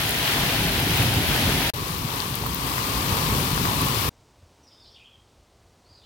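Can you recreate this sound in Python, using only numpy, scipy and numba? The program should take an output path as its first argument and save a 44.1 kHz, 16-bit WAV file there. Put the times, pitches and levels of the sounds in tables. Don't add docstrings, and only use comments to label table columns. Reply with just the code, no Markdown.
import sys
import numpy as np
from scipy import signal
from scipy.fft import rfft, irfft, next_fast_len
from scipy.io import wavfile
from scipy.ndimage import uniform_filter1d
from numba import njit

SR = 44100
rng = np.random.default_rng(int(sys.argv[2]) if len(sys.argv) > 2 else 0)


def wav_record(signal):
    frames = np.transpose(np.atleast_2d(signal))
    bounded = np.clip(frames, -1, 1)
    quanta = np.round(bounded * 32767).astype(np.int16)
    wavfile.write(sys.argv[1], SR, quanta)


N = 266805

# (on [s], off [s])
STANDS = [(0, 1.7021), (1.7361, 4.0917), (4.1025, 7)]
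# (time [s], patter level at the left port [dB], drumming level [dB])
RAIN_LEVELS = [
    [(0, -23.5, -29.5), (.27, -21, -31), (.45, -21.5, -26), (1.0, -21, -26), (1.5, -20.5, -25),
     (1.7, -22, -28)],
    [(1.74, -29, -29), (2.28, -28.5, -32), (2.7, -25.5, -31), (3.11, -22, -27), (3.5, -23.5, -25),
     (3.88, -22.5, -27.5), (4.09, -22.5, -26.5)],
]
# (frequency [Hz], spectral level [dB])
FIRST_STAND_LEFT = [(250, -7.5), (450, -4.5), (700, -1.5), (950, 0), (1130, -4), (1700, 0), (2400, 0.5),
                    (4200, -2), (7200, -16), (8300, -12.5), (9500, -15), (11200, -6.5), (13500, -12.5),
                    (14800, -9.5), (15800, -7)]
FIRST_STAND_RIGHT = [(250, -8.5), (450, -10), (720, -0.5), (1150, -6.5), (1600, -6.5), (2300, -5),
                     (3250, 0), (3900, -7), (6500, -10.5), (8000, -15.5), (8900, -12), (10200, -13),
                     (11300, -9), (14500, -12.5), (15800, -37)]
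SECOND_STAND_BOTH = [(250, -15), (450, -6), (650, -9.5), (950, -5.5), (1270, -8), (2000, -5), (2700, -2.5),
                     (4400, -3.5), (7300, -11.5), (8000, -10), (9500, -12), (11100, -5.5), (12300, -10),
                     (14500, -5), (15800, -12)]
# (frequency [Hz], spectral level [dB])
CLOTH_COLOUR = [(5, -80), (18, -43), (28, -23), (50, -2.5), (70, -4.5), (110, -0.5), (155, 0), (205, -8),
                (268, -4.5), (330, -10.5), (420, -10.5), (600, -26.5), (1200, -47)]
# (time [s], level [dB], pitch [Hz])
THUMPS = [(.598, -19, 135), (0.65, -15, 159), (.927, -13, 118), (.998, -10.5, 114), (1.178, -17, 110),
          (1.477, -12, 164), (2.046, -17, 142), (3.122, -13, 110), (3.234, -17, 145), (3.384, -16, 141),
          (3.53, -13, 152), (3.615, -12, 164), (3.897, -17.5, 132)]
# (time [s], level [dB], pitch [Hz], ring [cycles], left minus right [dB])
SPLASHES = [(.0932, -2.5, 11400, 13, -13), (.1093, -4, 15400, 18, 14.5), (.1093, -9, 10000, 15, 12),
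            (.279, -10, 2700, 9, 2), (.6484, -11, 11900, 12, 5), (.8028, -7, 13000, 10, -8),
            (.9739, -5, 13900, 12, -6), (1.0274, -10, 12500, 12, -2), (1.2705, -15, 3700, 6, 8),
            (1.5209, -14, 6000, 6, 5), (1.984, -6, 14500, 15, 3), (2.2032, -5.5, 4400, 18, 15),
            (2.2218, -10, 3500, 5, 5), (2.343, -11.5, 3700, 10, 3), (2.355, -1.5, 12800, 15, 3),
            (2.438, -20, 850, 7.2, 5), (2.4629, -6.5, 1900, 4, -17), (2.4661, -6, 14500, 15, 3),
            (2.5463, -1, 14500, 15, 3), (2.6707, -7, 14900, 15, 3), (2.7573, -15, 5500, 6, 3),
            (2.7815, -6.5, 1700, 5.5, 3.5), (3.578, -8.5, 1500, 6, 9), (3.6426, -6, 14600, 12, 3),
            (3.654, -4, 1800, 5, 9), (3.8165, -3, 11100, 14, 3), (3.848, -3, 14500, 18, 3),
            (3.8871, -4, 14500, 15, 3)]
# (time [s], length [s], start pitch [Hz], end pitch [Hz], level [dB])
BIRD_NOTES = [(4.625, 0.031, 5850, 5470, -57), (4.665, 0.038, 5320, 4790, -53.5),
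              (4.69, 0.048, 4000, 3050, -62), (4.713, .043, 5330, 4860, -56),
              (4.759, 0.059, 3525, 3640, -58), (4.795, .04, 5400, 4600, -54),
              (4.839, 0.033, 4600, 3200, -53), (4.855, 0.048, 5500, 4500, -53),
              (4.885, .054, 3470, 3300, -61), (4.905, .055, 5430, 4390, -57),
              (4.94, .045, 3600, 2540, -50.5), (4.997, .04, 2456, 2810, -51), (5.03, .046, 3030, 3320, -52),
              (5.058, .049, 2790, 2550, -58.5), (5.105, .057, 3330, 3190, -56),
              (5.19, .035, 3250, 3200, -67), (5.84, .045, 4250, 4600, -65), (5.878, .13, 4750, 4800, -57.5),
              (5.92, .07, 4350, 3950, -61), (5.998, 0.063, 3950, 2860, -59), (6.01, .04, 4150, 4100, -64)]
# (time [s], level [dB])
PUFFS = [(4.19, -53), (4.445, -52), (4.6, -61), (4.88, -60), (5.2, -63), (5.4, -63), (5.635, -57),
         (5.9, -58), (6.04, -61)]
# (frequency [Hz], spectral level [dB])
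BREEZE_COLOUR = [(15, -42), (30, -12), (55, -1.5), (95, -0.5), (140, -17), (250, -33), (600, -70)]
# (frequency [Hz], spectral level [dB])
MEADOW_COLOUR = [(20, -29), (45, 1), (110, 1), (170, -4.5), (450, -5), (1000, -9), (1700, -17.5),
                 (5000, -18), (9000, -24.5), (11000, -32), (16500, -33)]


def rain(flutter_db=1.18, top_hz=15920):
    white = patter() * undb(0.68 * wander(8.61))
    cloth = drumming() * undb(flutter_db * wander(14))
    drops = near_drops()
    at_first = np.array([colour(white[0], FIRST_STAND_LEFT), colour(white[1], FIRST_STAND_RIGHT)])
    at_second = colour(white, SECOND_STAND_BOTH)
    stands = []
    for ports, levels in zip((at_first, at_second), RAIN_LEVELS):
        patter_gain, cloth_gain = gain_curves(levels)
        stands.append(ports / np.std(ports[0]) * patter_gain + cloth * cloth_gain + drops)
    first, second = stands
    second[1] = wet_port(second[1])
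    top_cut = signal.ellip(10, .2, 60, top_hz, fs=SR, output="sos")
    low_cut = signal.butter(2, 22, "high", fs=SR, output="sos")
    band = np.vstack([top_cut, low_cut])
    return signal.sosfilt(band, first), signal.sosfilt(band, second)


def patter():
    both, left, right = (shower(count=60000, lo_hz=291, hi_hz=16500, cycles=6.2, spread_db=2, hiss_db=2)
                         for _ in range(3))
    low, high = (signal.butter(2, 1050, kind, fs=SR, output="sos") for kind in ("low", "high"))
    shared = signal.sosfilt(low, both) * undb(1.2 * wander(14))
    late = np.roll(shared, shift=4)
    return np.array([shared, late]) + signal.sosfilt(high, np.array([left, right]))


def drumming():
    hits = (shower(count=5000, lo_hz=30.4, hi_hz=687, cycles=7.3, spread_db=1, hiss_db=-40)
            for _ in range(2))
    mid, side = (unit(colour(x, CLOTH_COLOUR)) for x in hits)
    return mid + undb(-16) * side * np.array([[1], [-1]])


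def near_drops():
    s, db, hz = np.transpose(THUMPS)
    thumps = ringing_drops(N, s * SR, hz, np.full(len(s), 7.5), undb(db))
    s, db, hz, cycles, pan_db = np.transpose(SPLASHES)
    port_gains = (undb(db + np.minimum(side * pan_db, 0)) for side in (1, -1))
    return thumps + np.array([ringing_drops(N, s * SR, hz, cycles, gain) for gain in port_gains])


def shower(count, lo_hz, hi_hz, cycles, spread_db, hiss_db):
    when, pitch, size = rng.random((count, 3)).T
    hz = lo_hz * (hi_hz / lo_hz) ** pitch
    amplitude = hz * undb(-spread_db * np.log(size))
    drops = ringing_drops(N, when * N, hz, np.full(count, float(cycles)), amplitude)
    return unit(unit(drops) + undb(hiss_db) * rng.standard_normal(N))


@njit
def ringing_drops(length, start, hz, cycles, amplitude):
    out = np.zeros(length)
    for k in range(len(start)):
        ring = int(cycles[k] * SR / hz[k])
        step = np.exp(2j * np.pi * hz[k] / SR - np.log(316.) / max(ring, 1))
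        phasor = amplitude[k] + 0j
        for i in range(int(start[k]), min(int(start[k]) + ring, length)):
            out[i] += phasor.imag
            phasor *= step
    return out


def wet_port(x, hz=1130, q=4.7, gain_db=-2):
    w = 2 * np.pi * hz
    b, a = signal.bilinear([w * w], [1, w / q, w * w], SR)
    return undb(gain_db) * signal.lfilter(b, a, x)


def birds():
    song, warble = np.zeros(N), wander(700)
    throb = undb(3 * wander(300))
    for s, length, start_hz, end_hz, db in BIRD_NOTES:
        depth = 0.025 + 0.12 * abs(np.log2(end_hz / start_hz))
        i = np.arange(int(s * SR), min(int((s + length) * SR), N))
        progress = (i / SR - s) / length
        hz = (start_hz + (end_hz - start_hz) * progress) * (1 + depth * warble[i])
        envelope = undb(db) * np.sqrt(np.abs(np.sin(np.pi * progress)))
        song[i] += envelope * np.sin(2 * np.pi * np.cumsum(hz) / SR)
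    return song * throb


def trees(song, t60_s=0.4, direct_db=-4):
    t = np.arange(SR // 2) / SR
    wash = rng.standard_normal(len(t)) * undb(-60 * t / t60_s)
    return undb(direct_db) * song + signal.fftconvolve(song, wash / np.linalg.norm(wash))[:N]


def breeze(half_width_s=0.034, lull_db=-70):
    t = np.arange(N) / SR
    gain = undb(lull_db) + sum(undb(db) * np.exp(-((t - s) / half_width_s) ** 2) for s, db in PUFFS)
    return gain * unit(colour(rng.standard_normal(N), BREEZE_COLOUR))


def meadow_air(level_db=-59):
    return unit(colour(rng.standard_normal(N), MEADOW_COLOUR)) * undb(level_db + .5 * wander(8))


def heard_between(on, off, edge_s=.00041, trace_db=-24, trace_t60_s=.03):
    t = np.arange(N) / SR
    heard = np.clip(np.minimum(t - on, off - t) / edge_s + 1, 0, 1)
    trace = (t > off) * undb(trace_db - 60 * np.maximum(t - off, 0) / trace_t60_s)
    return np.maximum(heard, trace)


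def undb(db):
    return 10 ** (np.asarray(db) / 20)


def unit(x):
    return x / np.sqrt(np.mean(x ** 2))


def gain_curves(rows):
    s, *columns = np.transpose(rows)
    return undb([np.interp(np.arange(N) / SR, s, db) for db in columns])


def colour(x, points):
    size = next_fast_len(N)
    hz, db = np.transpose(points)
    bin_hz = np.maximum(np.arange(size // 2 + 1) * SR / size, 1)
    gain = undb(np.interp(np.log(bin_hz), np.log(hz), db))
    return irfft(rfft(x, size) * gain, size)[..., :N]


def wander(per_s):
    hold = int(SR / per_s)
    steps = np.repeat(rng.standard_normal(N // hold + 1), hold)
    return unit(uniform_filter1d(uniform_filter1d(steps, hold), hold)[:N])


def scene():
    first, second = rain()
    meadow = meadow_air() + breeze() + trees(birds())
    return sum(x * heard_between(on, off) for x, (on, off) in zip((first, second, meadow), STANDS))


def record(dry, top_hz=16700):
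    return signal.sosfilt(signal.ellip(10, .2, 70, top_hz, fs=SR, output="sos"), dry)


dry = scene()
out = record(dry)
wav_record(out)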